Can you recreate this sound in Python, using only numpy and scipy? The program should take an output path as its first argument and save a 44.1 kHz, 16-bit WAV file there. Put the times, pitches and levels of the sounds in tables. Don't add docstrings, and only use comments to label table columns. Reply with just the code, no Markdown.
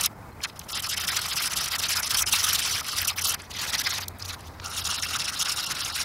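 import sys
import numpy as np
from scipy import signal
from scipy.fft import rfft, irfft, next_fast_len
from scipy.io import wavfile
from scipy.ndimage import uniform_filter1d

SR = 44100
rng = np.random.default_rng(int(sys.argv[2]) if len(sys.argv) > 2 else 0)


def ratio_of_db(decibels):
    return 10 ** (np.asarray(decibels, float) / 20)


def unload_wav(signal):
    wavfile.write(
        sys.argv[1],
        SR,
        np.round(np.clip(np.atleast_2d(signal).T, -1, 1) * 32767).astype(np.int16),
    )


N = 266672


def evened(x):
    return x / np.sqrt(np.mean(x ** 2) + 1e-20)


def read_spectrum(points, hz):
    f, value = np.transpose(points)
    return np.interp(np.log(hz + 1), np.log(f + 1), value)


def level_curve(rows):
    s, db = np.transpose(rows)
    return ratio_of_db(np.interp(np.arange(N) / SR, s, db))


def shaped(x, gain):
    size = next_fast_len(len(x))
    hz = np.fft.rfftfreq(size, 1 / SR)
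    return irfft(rfft(x, size) * gain(hz), size)[:len(x)]


def noise(gain):
    return evened(shaped(rng.standard_normal(N), gain))


def wobble(lo_hz, hi_hz):
    return noise(lambda f: (f > lo_hz) / (1 + (f / hi_hz) ** 2))


def octave(hz, lo_hz, hi_hz, order=300):
    hz = np.clip(hz, lo_hz / 2, hi_hz * 2)
    return 1 / np.sqrt((1 + (lo_hz / hz) ** order) * (1 + (hz / hi_hz) ** order))


def add(mix, s, sound):
    part = mix[round(s * SR):][:len(sound)]
    part += sound[:len(part)]


# frequency in Hz, level in dB per Hz.
WASH_SPECTRUM = [(30, -10), (70, 2.5), (130, -1), (325, -9), (543, -11), (850, -7), (1300, -12),
                 (1700, -18), (2200, -20), (2450, -32.5), (15900, -34)]
# time in seconds, level in dB.
ENGINE_LEVEL = [
    (0, -57),
    (2.1, -53),
    (2.4, -48),
    (3.2, -47),
    (3.7, -56),
    (4.1, -41.5),
    (4.6, -45.5),
    (5.1, -46),
    (5.3, -69),
    (6.05, -48.5),
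]
# time in seconds, level in dB.
WIND_LEVEL = [
    (0, -62),
    (2.05, -65),
    (2.2, -46),
    (2.5, -60),
    (6.05, -65),
]


def outdoors():
    wash_db, engine_hz, wind_hz = -45.5, 87.4, 38
    wash = noise(lambda f: ratio_of_db(read_spectrum(WASH_SPECTRUM, f)) * np.minimum(f / 45, 1) ** 2)
    fuzz = noise(lambda f: 1 / (1 + ((f - engine_hz) / 14) ** 2))
    wavering_hz = engine_hz + 4 * wobble(.5, 3.5)
    drone = np.sin(2 * np.pi * np.cumsum(wavering_hz) / SR) + .5 * fuzz
    wind = noise(lambda f: (f / wind_hz) ** 2 / (1 + (f / wind_hz) ** 4))
    wash = ratio_of_db(wash_db + 1.8 * wobble(.3, 27)) * wash
    return wash + level_curve(ENGINE_LEVEL) * drone + level_curve(WIND_LEVEL) * wind


def grit(tears_per_s=12000, spread_db=2.5, hiss=1.0, patchy_db=3.0):
    size_db = spread_db * np.minimum(rng.exponential(1, N), 5)
    size = ratio_of_db(size_db) * rng.choice([-1., 1.], N)
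    tears = evened(size * (rng.random(N) < tears_per_s / SR))
    tears = tears + hiss * rng.standard_normal(N)
    z = signal.stft(tears, nperseg=256)[2]
    patches = uniform_filter1d(rng.standard_normal(z.shape[::-1]).T, size=4, axis=0)
    patches = evened(uniform_filter1d(patches, size=6, axis=1))
    return signal.istft(z * ratio_of_db(patchy_db * patches), nperseg=256)[1][:N]


def turns_db(s, db, length, splice, lean=0.42):
    t = np.arange(0, N, 44) / SR
    s, db = s[:, None], db[:, None]
    edge = splice * (2.5 - lean * np.sign((t - s) * db))
    shape = np.clip((length / 2 - abs(t - s)) / edge + .5, 0, 1)
    return np.interp(np.arange(N) / SR, t, uniform_filter1d((db * shape).sum(0), size=5))


# start in
# seconds, pressure in dB, brightness in dB, stop before it in dB.
FIRST_TOUCHES = [(0.0, -29, 4.5, -6.5), (0.023, -31, 3.5, -5), (0.066, -45, -8, 2), (0.085, -70, -11, -13),
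                 (0.41, -47, -7, 1.5), (0.433, -30.5, -7, 4.5), (0.462, -54.5, 0, -13),
                 (0.505, -65.1, -3.5, -1), (0.555, -49.5, -3, -2), (0.585, -58, 0, -6),
                 (0.63, -55.5, 6, -3), (0.655, -57, -4.2, -4.0), (0.68, -39, -0.5, -6),
                 (0.714, -32.5, -0.5, 0), (0.745, -35, 1, -0.5)]
LONG_STROKES = [(0.814, -34.5, 0, -14.5), (0.881, -32.5, 1, -11), (0.955, -34.5, 1.3, -13),
                (1.062, -30.5, -0.5, -11.0), (1.133, -32.5, 1, -5.5), (1.205, -33.2, 0, -6),
                (1.275, -34, 1.2, -7.5), (1.348, -30.5, 1.5, -7), (1.415, -31, 1.4, -5),
                (1.488, -34.5, -1.5, -9), (1.551, -32, 3, -10.0), (1.622, -35, 2.5, -1.5),
                (1.697, -31, 0, -10.0), (1.774, -31.7, 1, -21), (1.809, -31.2, 1.5, -6.5),
                (1.878, -28, -0.8, -10), (1.947, -29, 1.0, -5.5), (2.013, -32, -1.5, -9.5),
                (2.086, -28, 0.2, -9.5), (2.132, -24, -3, -5.5), (2.16, -30, 4.5, -5.5)]
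LATER_FLAT_STROKES = [(2.249, -33, 4, -27), (2.307, -27.6, 1.5, -8), (2.375, -31.5, 1, -1.5),
                      (2.423, -31, 2.5, -2.5), (2.48, -28, 0.5, 0), (2.522, -28, 2.2, -5),
                      (2.569, -30.5, 1.3, -6.5), (2.612, -30.5, 1.7, -6.0), (2.68, -31, -1.5, -2.0),
                      (2.75, -35.5, 0.8, -0.5), (2.818, -39.5, -1.5, -12.5), (2.858, -38, 1.1, -1.5),
                      (2.907, -33, -4, -2.5), (2.957, -31, 2.1, -3), (2.997, -33.5, 2, -1.5),
                      (3.039, -27.5, 0.8, -8.5), (3.064, -30.5, 3.5, -13), (3.117, -47, -4, -4.5),
                      (3.151, -34.5, -7.5, -18.0), (3.207, -34, 8, -5.5), (3.261, -32.5, 7.8, 3.5),
                      (3.31, -30.5, 2, 1), (3.356, -57, -10, -7), (3.385, -41.5, -7, -1.5),
                      (3.415, -55.5, -4, -4), (3.45, -57.5, -7, 3)]
UPRIGHT_STROKES = [(3.497, -39.5, 0, -4.5), (3.526, -40, -4.5, -9.0), (3.56, -35.5, -2, -1.5),
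                   (3.606, -33.5, -2.1, -3.5), (3.662, -32, -1, -5.5), (3.716, -30.5, -4.5, -11),
                   (3.769, -31.5, 0, -8.5), (3.827, -28.5, -5, -13), (3.884, -33.5, -1.5, -7),
                   (3.935, -33.5, -1, 0.5), (3.994, -36.5, 0, -9), (4.045, -56, -4, -5.5),
                   (4.062, -61.5, -12, 0), (4.19, -44.5, -1, -2), (4.214, -42, -2, -6),
                   (4.24, -42, -0.5, -5.5), (4.275, -38.4, -1.3, -1), (4.316, -42.5, -2.5, -5),
                   (4.36, -60, -0.5, -7), (4.4, -55.5, -6, 1), (4.442, -54.5, -2.3, -3),
                   (4.49, -61.5, -6, 0)]
TIP_STROKES = [(4.61, -48, -6, -3), (4.64, -41.5, 2, -1), (4.693, -38, 1, -7), (4.76, -36, 2.2, -3.5),
               (4.834, -33, 1, -8.5), (4.885, -32.5, -0.1, -5), (4.935, -34.5, 1.3, -1),
               (5.009, -35.5, 3, -11), (5.078, -34.5, -0.2, -3.5), (5.118, -33, -0.2, -3.5),
               (5.177, -33, 0.5, -11), (5.233, -34.1, -1, -8), (5.313, -35.5, -1.5, -9.5),
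               (5.386, -32.5, 3, -3.5), (5.438, -28.5, -4, -8.5), (5.474, -33.0, 1, -4.5),
               (5.551, -34, -0.0, -8), (5.617, -35, 2.5, -3), (5.682, -32, -3, -5),
               (5.735, -34.1, -4.5, -7.5), (5.783, -34.5, 1.2, -2.5), (5.857, -36.5, -1, -1),
               (5.917, -36, 2, -5), (5.988, -35, 2.3, -1.5), (6.035, -38, -7, -2.5)]
# time in seconds, grit level in dB, dust fizz level in dB.
EARLY_SKIPS = [(0.739, -7, -15), (0.786, -13, 0), (0.856, -1, -4), (0.928, -1.5, -13), (0.992, -9, -2),
               (1.032, -9, 1), (1.108, -11.0, -2), (1.182, -3, -6.0), (1.251, -3, -2), (1.32, -10.0, -3),
               (1.393, -4.0, -10.0), (1.536, 4, 0), (1.6, -5, -11), (1.669, -4, -4), (1.744, -7, -1),
               (1.848, -3.5, -7), (1.985, -7, 0), (2.056, -7, 1), (2.237, -9, -15)]
LATE_SKIPS = [(3.019, -2, 3), (3.235, -1, -8), (3.283, -5, 1), (3.335, -5, -6), (3.58, -6, -2),
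              (3.861, -6, -3), (3.917, 0, -4), (4.03, -8, 0.5), (4.723, -3, -3), (4.815, -14, 0),
              (4.973, -11, -4), (5.061, -10, -4), (5.268, -3, -4), (5.362, -6, -1), (5.655, -11, -7),
              (5.825, -10, -2), (5.935, -7, -2)]
PRESS_SHARE = [0.82, 0.95, 0.96, 0.99, 0.94]
BRIGHT_SHARE = [0.032, -0.77, 0.19, 1, .99]
STOP_SHARE = [0.44, 1.33, 1.41, 2.42, 1.75]
# length, lag and easing of a stop, and crossfade at a turn, all in seconds.
STOP_S = [0.024, 0.017, 0.017, 0.013, 0.014]
LAG_S = [0.0074, 0.0096, 0.0029, .0005, 0.00047]
EASE_S = [0.011, 0.032, 0.013, 0.0088, .007]
CROSSFADE_S = [0.0098, 0.0085, 0.0058, 0.0029, 0.0016]
# one grip, with the level of every octave, low to high, in dB.
GRIP_DB = [
    (-14, -5.5, 0.14, -2, -10),
    (-15.5, -7, 0.1, 0, -11),
    (-13.5, -7.5, 0.1, -1, -14),
]
# time in seconds, length in seconds, level in dB.
SPLICES_KNOCK = [
    (.932, 0.044, -8),
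    (1.928, 0.019, -12),
    (2.618, 0.014, -14),
    (4.67, 0.13, 8),
]
SPLICES_PEG = [(0.08, 0.024, -7), (0.732, 0.034, -19), (0.878, 0.038, -11), (0.972, 0.021, 7),
               (1.932, 0.022, -7), (2.053, 0.036, -5), (2.261, 0.018, 19), (2.734, 0.024, -16),
               (2.943, 0.076, -10), (3.001, 0.075, 6.5), (3.255, 0.056, -12), (3.402, 0.052, -2),
               (5.007, 0.018, -20), (5.041, 0.022, 13.5), (5.076, 0.016, -7), (5.669, 0.036, -12),
               (5.937, 0.024, -12), (5.986, 0.057, 8)]
SPLICES_PAPER = [(.446, 0.0069, -3), (0.719, 0.012, -26), (1.353, .013, -9), (2.005, 0.05, -6.5),
                 (2.225, 0.039, -13), (3.192, 0.015, 2), (3.235, 0.014, -9), (3.262, 0.009, -3),
                 (3.49, .036, -6), (4.272, 0.018, -17), (4.693, 0.04, -8), (5.96, 0.0091, 6)]
SPLICES_GRIT = [(1.692, 0.028, 5), (2.075, 0.019, 11.5), (3.107, 0.0081, -18), (3.192, 0.017, 15.5),
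                (3.232, 0.01, -23), (3.263, 0.0075, -23), (3.927, 0.019, -22), (4.985, 0.016, -16),
                (5.627, 0.027, -8), (5.837, 0.0083, -19)]
SPLICES_FIZZ = [(.456, .02, -11), (.766, .036, -10), (.958, .024, -13), (1.942, .05, -6), (2.037, .033, -7),
                (2.259, .029, -12), (2.638, .036, -10), (2.961, .01, -17), (3.107, .009, -17),
                (3.173, .047, 10.5), (3.262, 0.0089, -18), (4.937, .016, -15)]


def hand_db(k, held):
    strokes = FIRST_TOUCHES + LONG_STROKES + LATER_FLAT_STROKES + UPRIGHT_STROKES + TIP_STROKES
    s, press_db, bright_db, stop_db = np.transpose(strokes)
    start = s + LAG_S[k]
    stroke = np.maximum(np.searchsorted(start, np.arange(N) / SR) - 1, 0)
    db = (PRESS_SHARE[k] * press_db + BRIGHT_SHARE[k] * bright_db)[stroke]
    db = uniform_filter1d(db, max(round(EASE_S[k] * SR), 1), mode="nearest")
    db = db + np.array(GRIP_DB)[held, k]
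    db = db + turns_db(start, STOP_SHARE[k] * stop_db, STOP_S[k], CROSSFADE_S[k])

    splices = (SPLICES_KNOCK, SPLICES_PEG, SPLICES_PAPER, SPLICES_GRIT, SPLICES_FIZZ)[k]
    at_s, length, splice_db = np.transpose(splices)
    db = db + turns_db(at_s, splice_db, length[:, None], CROSSFADE_S[k])

    top_octave = k - (len(STOP_S) - 2)
    if top_octave >= 0:
        skip_s, *skip_db = np.transpose(EARLY_SKIPS + LATE_SKIPS)
        skip_length_s, skip_share = 0.011, 2.85
        db = db + turns_db(skip_s, skip_share * skip_db[top_octave], skip_length_s, CROSSFADE_S[k])
    return db


OCTAVE_HZ = [300, 1420, 2620, 5400, 10850, 16000]
CHATTER_DB = [1.29, 1.5, 1.43, 2.13, 2.5]
# frequency in Hz, level in dB per Hz.
RASP = [(400, -20), (650, -11), (1200, -3), (3100, -1.5), (5200, -1), (7400, -8.5), (10700, -7.5),
        (14000, -11.5), (15800, -17.5)]
GRIP_S = [3.45, 4.55]
# frequency in Hz, width in Hz, height in dB.
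GRIP_FLAT = [(1263, 340, 6.3), (3090, 94, 4.6), (5184, 130, 6.3), (5880, 83, 8.8), (6760, 55, 0.78),
             (10800, 320, 0.9)]
GRIP_UPRIGHT = [(1650, 130, 3.9), (1970, 190, 4.1), (3930, 1700, 7.3), (4880, 210, 3.3), (6000, 570, 7.4),
                (6800, 260, 4.8)]
GRIP_TIP = [(1380, 500, 8.1), (2790, 310, 6.1), (3880, 550, 5.1), (5360, 1300, 5.1), (6880, 220, 6.1),
            (9300, 740, 3.9)]


def ring_peg(tears, grip):
    def gain(hz):
        modes_db = sum(db / (1 + (2 * (hz - f) / width) ** 2) for f, width, db in grip)
        return ratio_of_db(read_spectrum(RASP, hz) + modes_db)
    return shaped(tears, gain)


def sanding():
    tears = grit()
    held = np.searchsorted(GRIP_S, np.arange(N) / SR)
    rung = [ring_peg(tears, grip) for grip in (GRIP_FLAT, GRIP_UPRIGHT, GRIP_TIP)]
    shared = wobble(4.2, 40)
    out = np.zeros(N)
    for k in range(len(STOP_S)):
        lo_hz, hi_hz = OCTAVE_HZ[k:k + 2]
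        bands = [evened(shaped(r, lambda hz: octave(hz, lo_hz, hi_hz))) for r in rung]
        chatter_db = CHATTER_DB[k] * (wobble(19, 82) + 0.95 * shared)
        out += np.choose(held, bands) * ratio_of_db(hand_db(k, held) + chatter_db)
    return out


# start in seconds, length in seconds, first pitch in Hz, last pitch in Hz, level in dB.
CHIRPS = [
    (.28, 0.034, 2210, 2200, -54),
    (.31, .03, 4300, 4050, -58),
    (4.44, .045, 4250, 4700, -62),
]


def birds():
    out = np.zeros(N)
    for s, length, from_hz, to_hz, db in CHIRPS:
        hz = np.linspace(from_hz, to_hz, round(length * SR))
        whistle = np.sin(2 * np.pi * np.cumsum(hz) / SR)
        add(out, s, ratio_of_db(db) * np.hanning(len(hz)) * whistle)
    return out


# start in seconds, level in dB, lowest Hz, highest Hz.
TICKS = [(0.404, -42.5, 2220, 2580), (0.497, -39.5, 1000, 4800), (0.592, -31, 5440, 15000),
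         (0.5965, -39, 2700, 5240), (0.614, -40, 2660, 5300), (3.418, -40.5, 5400, 10600),
         (4.081, -26, 3360, 15800), (4.185, -45, 8000, 15500), (4.223, -30, 4800, 5170),
         (4.406, -44, 2600, 12000), (4.598, -34, 970, 6260), (3.506, -40, 2600, 10500),
         (4.257, -37, 4300, 5100), (4.659, -28.5, 4670, 6360)]


def ticks():
    out = np.zeros(N)
    t = np.arange(400) / SR
    rise = np.minimum(t / .001, 1)
    decay_db = -60 * np.maximum(t - .003, 0) / .012
    for s, db, lo_hz, hi_hz in TICKS:
        snap = rng.standard_normal(len(t))
        snap = evened(shaped(snap, lambda hz: octave(hz, lo_hz, hi_hz, order=24)))
        add(out, s, ratio_of_db(db + decay_db) * rise * snap)
    return out


def scene():
    return (outdoors() + sanding() + birds() + ticks())[None]


def roll_off(x):
    return signal.sosfilt(signal.butter(12, 16450, fs=SR, output="sos"), x)


def record(dry):
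    low_pass = signal.firwin(1023, 15790, window=("kaiser", 9), fs=SR)
    limited = signal.oaconvolve(dry, low_pass[None], "same")
    return roll_off(limited)


dry = scene()
out = record(dry)
unload_wav(out)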